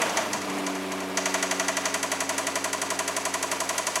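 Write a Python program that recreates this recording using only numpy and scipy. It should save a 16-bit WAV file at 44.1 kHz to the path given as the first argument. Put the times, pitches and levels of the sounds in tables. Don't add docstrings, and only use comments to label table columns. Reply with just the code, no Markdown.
import sys
import numpy as np
from scipy import signal
from scipy.fft import rfft, irfft
from scipy.io import wavfile
from scipy.ndimage import uniform_filter1d

SR = 44100
rng = np.random.default_rng(int(sys.argv[2]) if len(sys.argv) > 2 else 0)


def generate_wav(signal):
    frames = np.transpose(np.atleast_2d(signal))
    scaled = np.clip(frames, -1, 1) * 32767
    pcm = np.round(scaled).astype(np.int16)
    wavfile.write(sys.argv[1], SR, pcm)


N = 176400
TIME_S = np.arange(N) / SR
CYLINDERS = 8
METAL_RISE_S, METAL_T60_S = 0.00092, 0.073

# f/Hz, t60/s, level/dB
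ROOM_DECAY = [(200, .6, -22), (710, 0.45, -1), (1960, 0.49, -7.5), (6000, 0.44, -6.5), (9900, 0.19, -9.5),
              (15000, .22, -31)]
# f/Hz, gain/dB
SIDE_GAIN = [(30, -19), (80, -34), (200, -40), (400, -36), (700, -27), (1400, -20), (3000, -18),
             (8000, -19), (14000, -30)]
# t/s, firing rate/Hz
FIRING_RATE = [(0, 106), (.2, 101), (.4, 97), (.6, 95.6), (.85, 94.5), (1.45, 94.2), (1.8, 92.6),
               (2.25, 90.9), (2.8, 92.1), (3.2, 91.7), (3.6, 90.6)]
# f/Hz, relative density/dB
RUSH_SPECTRUM = [(20, -28), (60, -37.5), (110, -20.5), (170, -10.5), (230, -6.5), (310, -7.5), (420, -3),
                 (520, -1), (660, 5), (830, -1), (990, 1.5), (1250, -3.5), (1700, -6), (2300, -4.5),
                 (3200, -10.5), (4200, -13.5), (6300, -16.5), (8500, -19), (11000, -21.5), (13000, -29),
                 (16000, -35)]
# t/s, level/dB, extra treble/dB, extra bass/dB
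RUSH_LEVEL = [(0, -28.5, -1.5, 7.5), (.22, -30.5, -0.5, 3), (.32, -34, 1.5, 10), (.6, -32.5, -1, 7),
              (.85, -34.5, -0.5, -2), (1.15, -34.5, -1, 0), (1.3, -33.5, 1, -6), (2, -34.5, 1, 1.5),
              (3, -36, 1.5, 0), (4, -35.5, 3.5, -2)]
HUM_ORDERS = [8, 16, 24, 32, 35, 36]
# t/s, then level/dB for each of HUM_ORDERS
HUM_LEVELS = [(0, -57, -57, -46, -56, -55, -48), (.42, -53, -44, -43.5, -62, -47, -59),
              (.52, -63.5, -41, -36.5, -42.5, -45, -62), (.7, -62, -42.5, -34.5, -42, -53, -62),
              (.85, -57, -42, -39, -40, -54, -65), (1.62, -58.5, -45, -40.5, -43, -49, -64),
              (1.9, -57, -49, -43.5, -55, -56, -44.5), (2.35, -56, -52, -41, -54, -58, -51),
              (2.9, -56.5, -51, -47.5, -53.5, -48.5, -47.5), (3.5, -57, -53, -46, -50, -57, -49),
              (3.68, -57, -54.5, -47, -54, -63, -62), (3.77, -58.5, -53, -61, -55, -63, -55)]
# multiple of the cycle rate, level/dB
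UNEVEN_LINES = [(11, -73), (12, -65.5), (15, -67.5), (18, -59.5), (19, -71), (22, -60.5), (23, -59.5),
                (25, -50.5), (26, -53), (30, -53.5), (33, -59.5), (39, -52)]
# t/s, gain/dB
UNEVEN_GAIN = [(3.66, -0.5), (3.8, -4)]
# f/Hz, level/dB, peak time/s, swell narrowness
BAY_MODES = [(650.2, -25, 0.018, 11.7), (734.3, -34, 0.014, 5), (962, -28.5, 0.0077, 5.8),
             (1142, -40, 0.019, 1.4)]
# f/Hz, level/dB, peak time/s, swell narrowness
BONNET_MODES = [(1032, -24, .020, 35), (980, -34, .028, 6)]
# f/Hz, level/dB, peak time/s, swell narrowness
CLACK_MODES = [(6200, -21, 0.0019, 7.3), (2305, -29.5, 0.0031, 5.7), (1956, -27.5, 0.0053, 5.8),
               (1374, -26.5, 0.0039, 18)]
# f/Hz, level/dB, t60/s
METAL_MODES = [(1942, -27, 0.036), (2410, -45, 0.032), (4704, -33.5, 0.06), (6160, -31.5, 0.048),
               (6700, -36, 0.043), (6910, -32, 0.059)]
# f/Hz, level/dB
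METAL_SPECTRUM = [(150, -18), (450, -1.5), (800, 2.5), (1400, 11.5), (1750, 10.5), (2000, 5.5),
                  (2400, 10.5), (2800, 7), (3300, 7), (3750, 2), (4200, 2), (4700, 6), (5150, -1.5),
                  (5650, 7.5), (6200, 5.5), (6800, 8), (7300, 4), (7700, 8.5), (8400, 1), (9500, 0.5),
                  (11000, 1.5), (11600, -8.5), (13000, -8.5), (16000, -23)]
# f/Hz, level/dB
SNAP_SPECTRUM = [(3000, -53), (5500, -22), (10000, -21), (12000, -34), (16000, -37)]
# t/s, then gains body/dB, clack band/dB, top/dB, bonnet/dB
KNOCKS = [(0.0165, 3, -1, 0, -14), (0.0935, -29, -4, -10, -24), (0.1701, 2.5, 1.8, -2.5, -7),
          (0.3307, -3.5, 0.2, -3.5, -4), (0.4161, -11.5, -9, -13, -26), (0.4979, -13, -10, -13, -9),
          (0.5832, -19, -17, -12, -19), (0.6645, -5.5, -3, -6.5, -4), (0.7505, -12, -11.5, -13, -17),
          (0.9184, -8.5, -8, -9.4, -7), (1.0027, -11.5, -11.5, -13, -20), (1.1713, 0.5, 3.5, -1.5, -13),
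          (1.2558, 1, 1.5, -1.5, -16), (1.3409, 2, 0, 0, -10), (1.4256, 0.5, 1.5, 0, -10),
          (1.5106, 1, 0.5, -0.5, -11), (1.5959, 1, 1, -1.5, -14), (1.6818, 1.5, 1, -0.5, -13),
          (1.7677, 0, 0.2, -1.5, -10), (1.8543, 0.2, 2.5, -2.5, -16), (1.941, 0.7, -0.5, 1, -9),
          (2.0282, -1, -1, 1, -2), (2.116, -1, -0.5, 1.5, -11), (2.2039, -1.5, 0, 1, -6),
          (2.2916, -1.5, -1, 0.8, -6), (2.3797, -1.5, -0.5, 1.5, -4), (2.4675, -0.6, -1.2, 0.5, -5),
          (2.5548, -1.5, -0.8, 0.5, -4), (2.6417, -2, -1.3, 1, -5), (2.729, -2.5, -1, 0.5, -2.5),
          (2.8156, -1.7, -1, 1, -4.5), (2.9026, -2, -1, 0.5, -2), (2.9897, -1, -1, 1, -3),
          (3.0773, -2.6, -1, 0.5, -3), (3.1645, -2, -0.5, 1.5, -2.5), (3.2516, -2, -1, 1.5, -1),
          (3.3389, -1.5, -1.2, 0.5, -1.5), (3.4264, -3, -1, 1, -3), (3.5142, -1.5, -1, 1, -4.5),
          (3.6023, -3, -0.5, 1.5, -3.5), (3.6908, -1.5, -0.3, 1.5, -5), (3.7793, -1, 0.8, 2.5, -3),
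          (3.8675, -2, 1.2, 2, -3), (3.9555, -0.5, 1.5, 2.5, -1.5)]
KNOCK_BANDS_HZ = [2760, 4654, 6360, 8300]


def amp(db):
    return 10 ** (np.asarray(db) / 20)


def unit(x):
    return x / np.sqrt(np.mean(x ** 2) + 1e-20)


def curve(table, t, column=1):
    table = np.array(table)
    return np.interp(t, table[:, 0], table[:, column])


def spectrum(table, hz, column=1):
    table = np.array(table)
    return np.interp(np.log(hz + 1), np.log(table[:, 0]), table[:, column])


def colour(x, table):
    hz = abs(np.fft.fftfreq(2048, 1 / SR))
    log_gain = np.log(amp(spectrum(table, hz)))
    taps = np.fft.ifft(np.exp(np.conj(signal.hilbert(log_gain)))).real
    return signal.fftconvolve(x, taps)[:len(x)]


def add(mix, start_s, sound):
    part = mix[max(round(start_s * SR), 0):][:len(sound)]
    part += sound[:len(part)]


def wander(rate_hz):
    knots = rng.standard_normal(800)
    return unit(np.interp(TIME_S * rate_hz, np.arange(len(knots)), knots))


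def decay(t, t60_s):
    return np.exp(-np.log(1000) * t / t60_s)


def swells(t, table):
    out = np.zeros(len(t))
    for hz, db, peak_s, narrowness in table:
        envelope = (t / peak_s * np.exp(1 - t / peak_s)) ** narrowness
        out += amp(db) * envelope * np.sin(2 * np.pi * hz * t)
    return out


def dense_ring(t):
    envelope = (1 - np.exp(-t / METAL_RISE_S)) * decay(t, METAL_T60_S)
    bins = rfft(rng.standard_normal(len(t)) * envelope)
    local_power = uniform_filter1d(abs(bins) ** 2, size=48)
    return irfft(bins / np.sqrt(local_power), len(t))


def workshop_echo(x, delay_s=0.014, build_s=0.015):
    hz, t, noise = signal.stft(rng.standard_normal(SR // 2), SR, nperseg=256)
    envelope = decay(t, spectrum(ROOM_DECAY, hz)[:, None]) * np.minimum(t / build_s, 1)
    band_energy = np.mean(envelope ** 2, axis=1, keepdims=True) * SR / 2
    envelope *= amp(spectrum(ROOM_DECAY, hz, column=2))[:, None] / np.sqrt(band_energy)
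    response = signal.istft(noise * envelope, SR, nperseg=256)[1]
    out = np.zeros(N)
    add(out, delay_s, signal.fftconvolve(x, response))
    return out


def injector_ticks(firings, level_db=-46, spread_db=3, t60_s=0.018, pitches_hz=(10500, 11300, 12300)):
    t, out = np.arange(600) / SR, np.zeros(N)
    strength = amp(level_db + spread_db * rng.standard_normal(CYLINDERS))
    for count, start in enumerate(np.flatnonzero(np.diff(np.floor(firings)))):
        cylinder = count % CYLINDERS
        hz = pitches_hz[cylinder % len(pitches_hz)] * rng.uniform(1.0, 1.04)
        add(out, start / SR, strength[cylinder] * decay(t, t60_s) * np.sin(2 * np.pi * hz * t))
    return out


def machinery_rush(firings, gear_share=0.31, throb_depth=0.056, flutter_db=1):
    pattern, gear = rng.standard_normal(SR // 8), np.zeros(N)
    cycle_starts = np.flatnonzero(np.diff(np.floor(firings / CYLINDERS), prepend=-1))
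    for start, end in zip(cycle_starts, [*cycle_starts[1:], N]):
        gear[start:end] = pattern[:end - start]
    white = np.sqrt(gear_share) * gear + np.sqrt(1 - gear_share) * rng.standard_normal(N)
    noise = unit(colour(white, RUSH_SPECTRUM))
    hz = np.fft.rfftfreq(N, 1 / SR)
    treble = irfft(rfft(noise) * np.interp(hz, [1890, 4770], [0, 1]), N)
    bass = irfft(rfft(noise) * np.interp(hz, [200, 510], [1, 0]), N)
    noise += treble * (amp(curve(RUSH_LEVEL, TIME_S, column=2)) - 1)
    noise += bass * (amp(curve(RUSH_LEVEL, TIME_S, column=3)) - 1)
    throb = 1 + throb_depth * np.cos(2 * np.pi * firings)
    return noise * throb * amp(curve(RUSH_LEVEL, TIME_S) + flutter_db * wander(rate_hz=60))


def firing_hum(firings, waver_db=2):
    def line(order, rms_db):
        turns = order * firings / CYLINDERS + rng.random()
        return np.sqrt(2) * amp(rms_db) * np.sin(2 * np.pi * turns)

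    main = sum(line(order, curve(HUM_LEVELS, TIME_S, column))
               for column, order in enumerate(HUM_ORDERS, 1))
    gain_db = curve(UNEVEN_GAIN, TIME_S)
    uneven = sum(line(order, db + gain_db + waver_db * wander(rate_hz=5.45))
                 for order, db in UNEVEN_LINES)
    return main + uneven


def struck_metal(t, snap_t60_s=0.0078):
    rise = 1 - np.exp(-t / METAL_RISE_S)
    modes = sum(amp(db) * rise * decay(t, t60_s) * np.sin(2 * np.pi * (hz * t + rng.random()))
                for hz, db, t60_s in METAL_MODES)
    snap = colour(rng.standard_normal(len(t)) * decay(t, snap_t60_s), SNAP_SPECTRUM)
    return snap + modes + colour(dense_ring(t), METAL_SPECTRUM)


def knocks(variation=0.1, body_lag_s=0.001797, clack_db_per_db=0.39):
    t = np.arange(6000) / SR
    hz = np.fft.rfftfreq(len(t), 1 / SR)
    common_ring = struck_metal(t)
    group_delay_s = np.interp(hz, KNOCK_BANDS_HZ[:2], [body_lag_s, 0])
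    lag = np.exp(-2j * np.pi * np.cumsum(group_delay_s) * hz[1])
    clack_bins = rfft(swells(t, CLACK_MODES))
    bay, bonnet = swells(t, BAY_MODES), swells(t, BONNET_MODES)
    ring, tock = np.zeros((2, N))
    for start_s, body_db, clack_db, top_db, bonnet_db in KNOCKS:
        metal = common_ring + variation * colour(dense_ring(t), METAL_SPECTRUM)
        crack = amp(clack_db_per_db * body_db) * clack_bins
        tone = amp(np.interp(hz, KNOCK_BANDS_HZ, [body_db, clack_db, clack_db, top_db]))
        add(ring, start_s, irfft((rfft(metal) * lag + crack) * tone, len(t)))
        add(tock, start_s, amp(body_db) * bay + amp(bonnet_db) * bonnet)
    return ring, tock


def scene(tock_send=0.2):
    firings = np.cumsum(curve(FIRING_RATE, TIME_S)) / SR
    ring, tock = knocks()
    mid = ring + tock + workshop_echo(ring + tock_send * tock)
    mid += firing_hum(firings) + machinery_rush(firings) + injector_ticks(firings)
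    scatter = dense_ring(TIME_S[:SR // 20])
    side = colour(signal.fftconvolve(mid, scatter)[:N], SIDE_GAIN)
    return np.array([mid + side, mid - side])


def record(dry):
    taps = signal.firwin(401, 15950, window=("kaiser", 8), fs=SR)
    return signal.oaconvolve(dry, taps[None], "same")


dry = scene()
out = record(dry)
generate_wav(out)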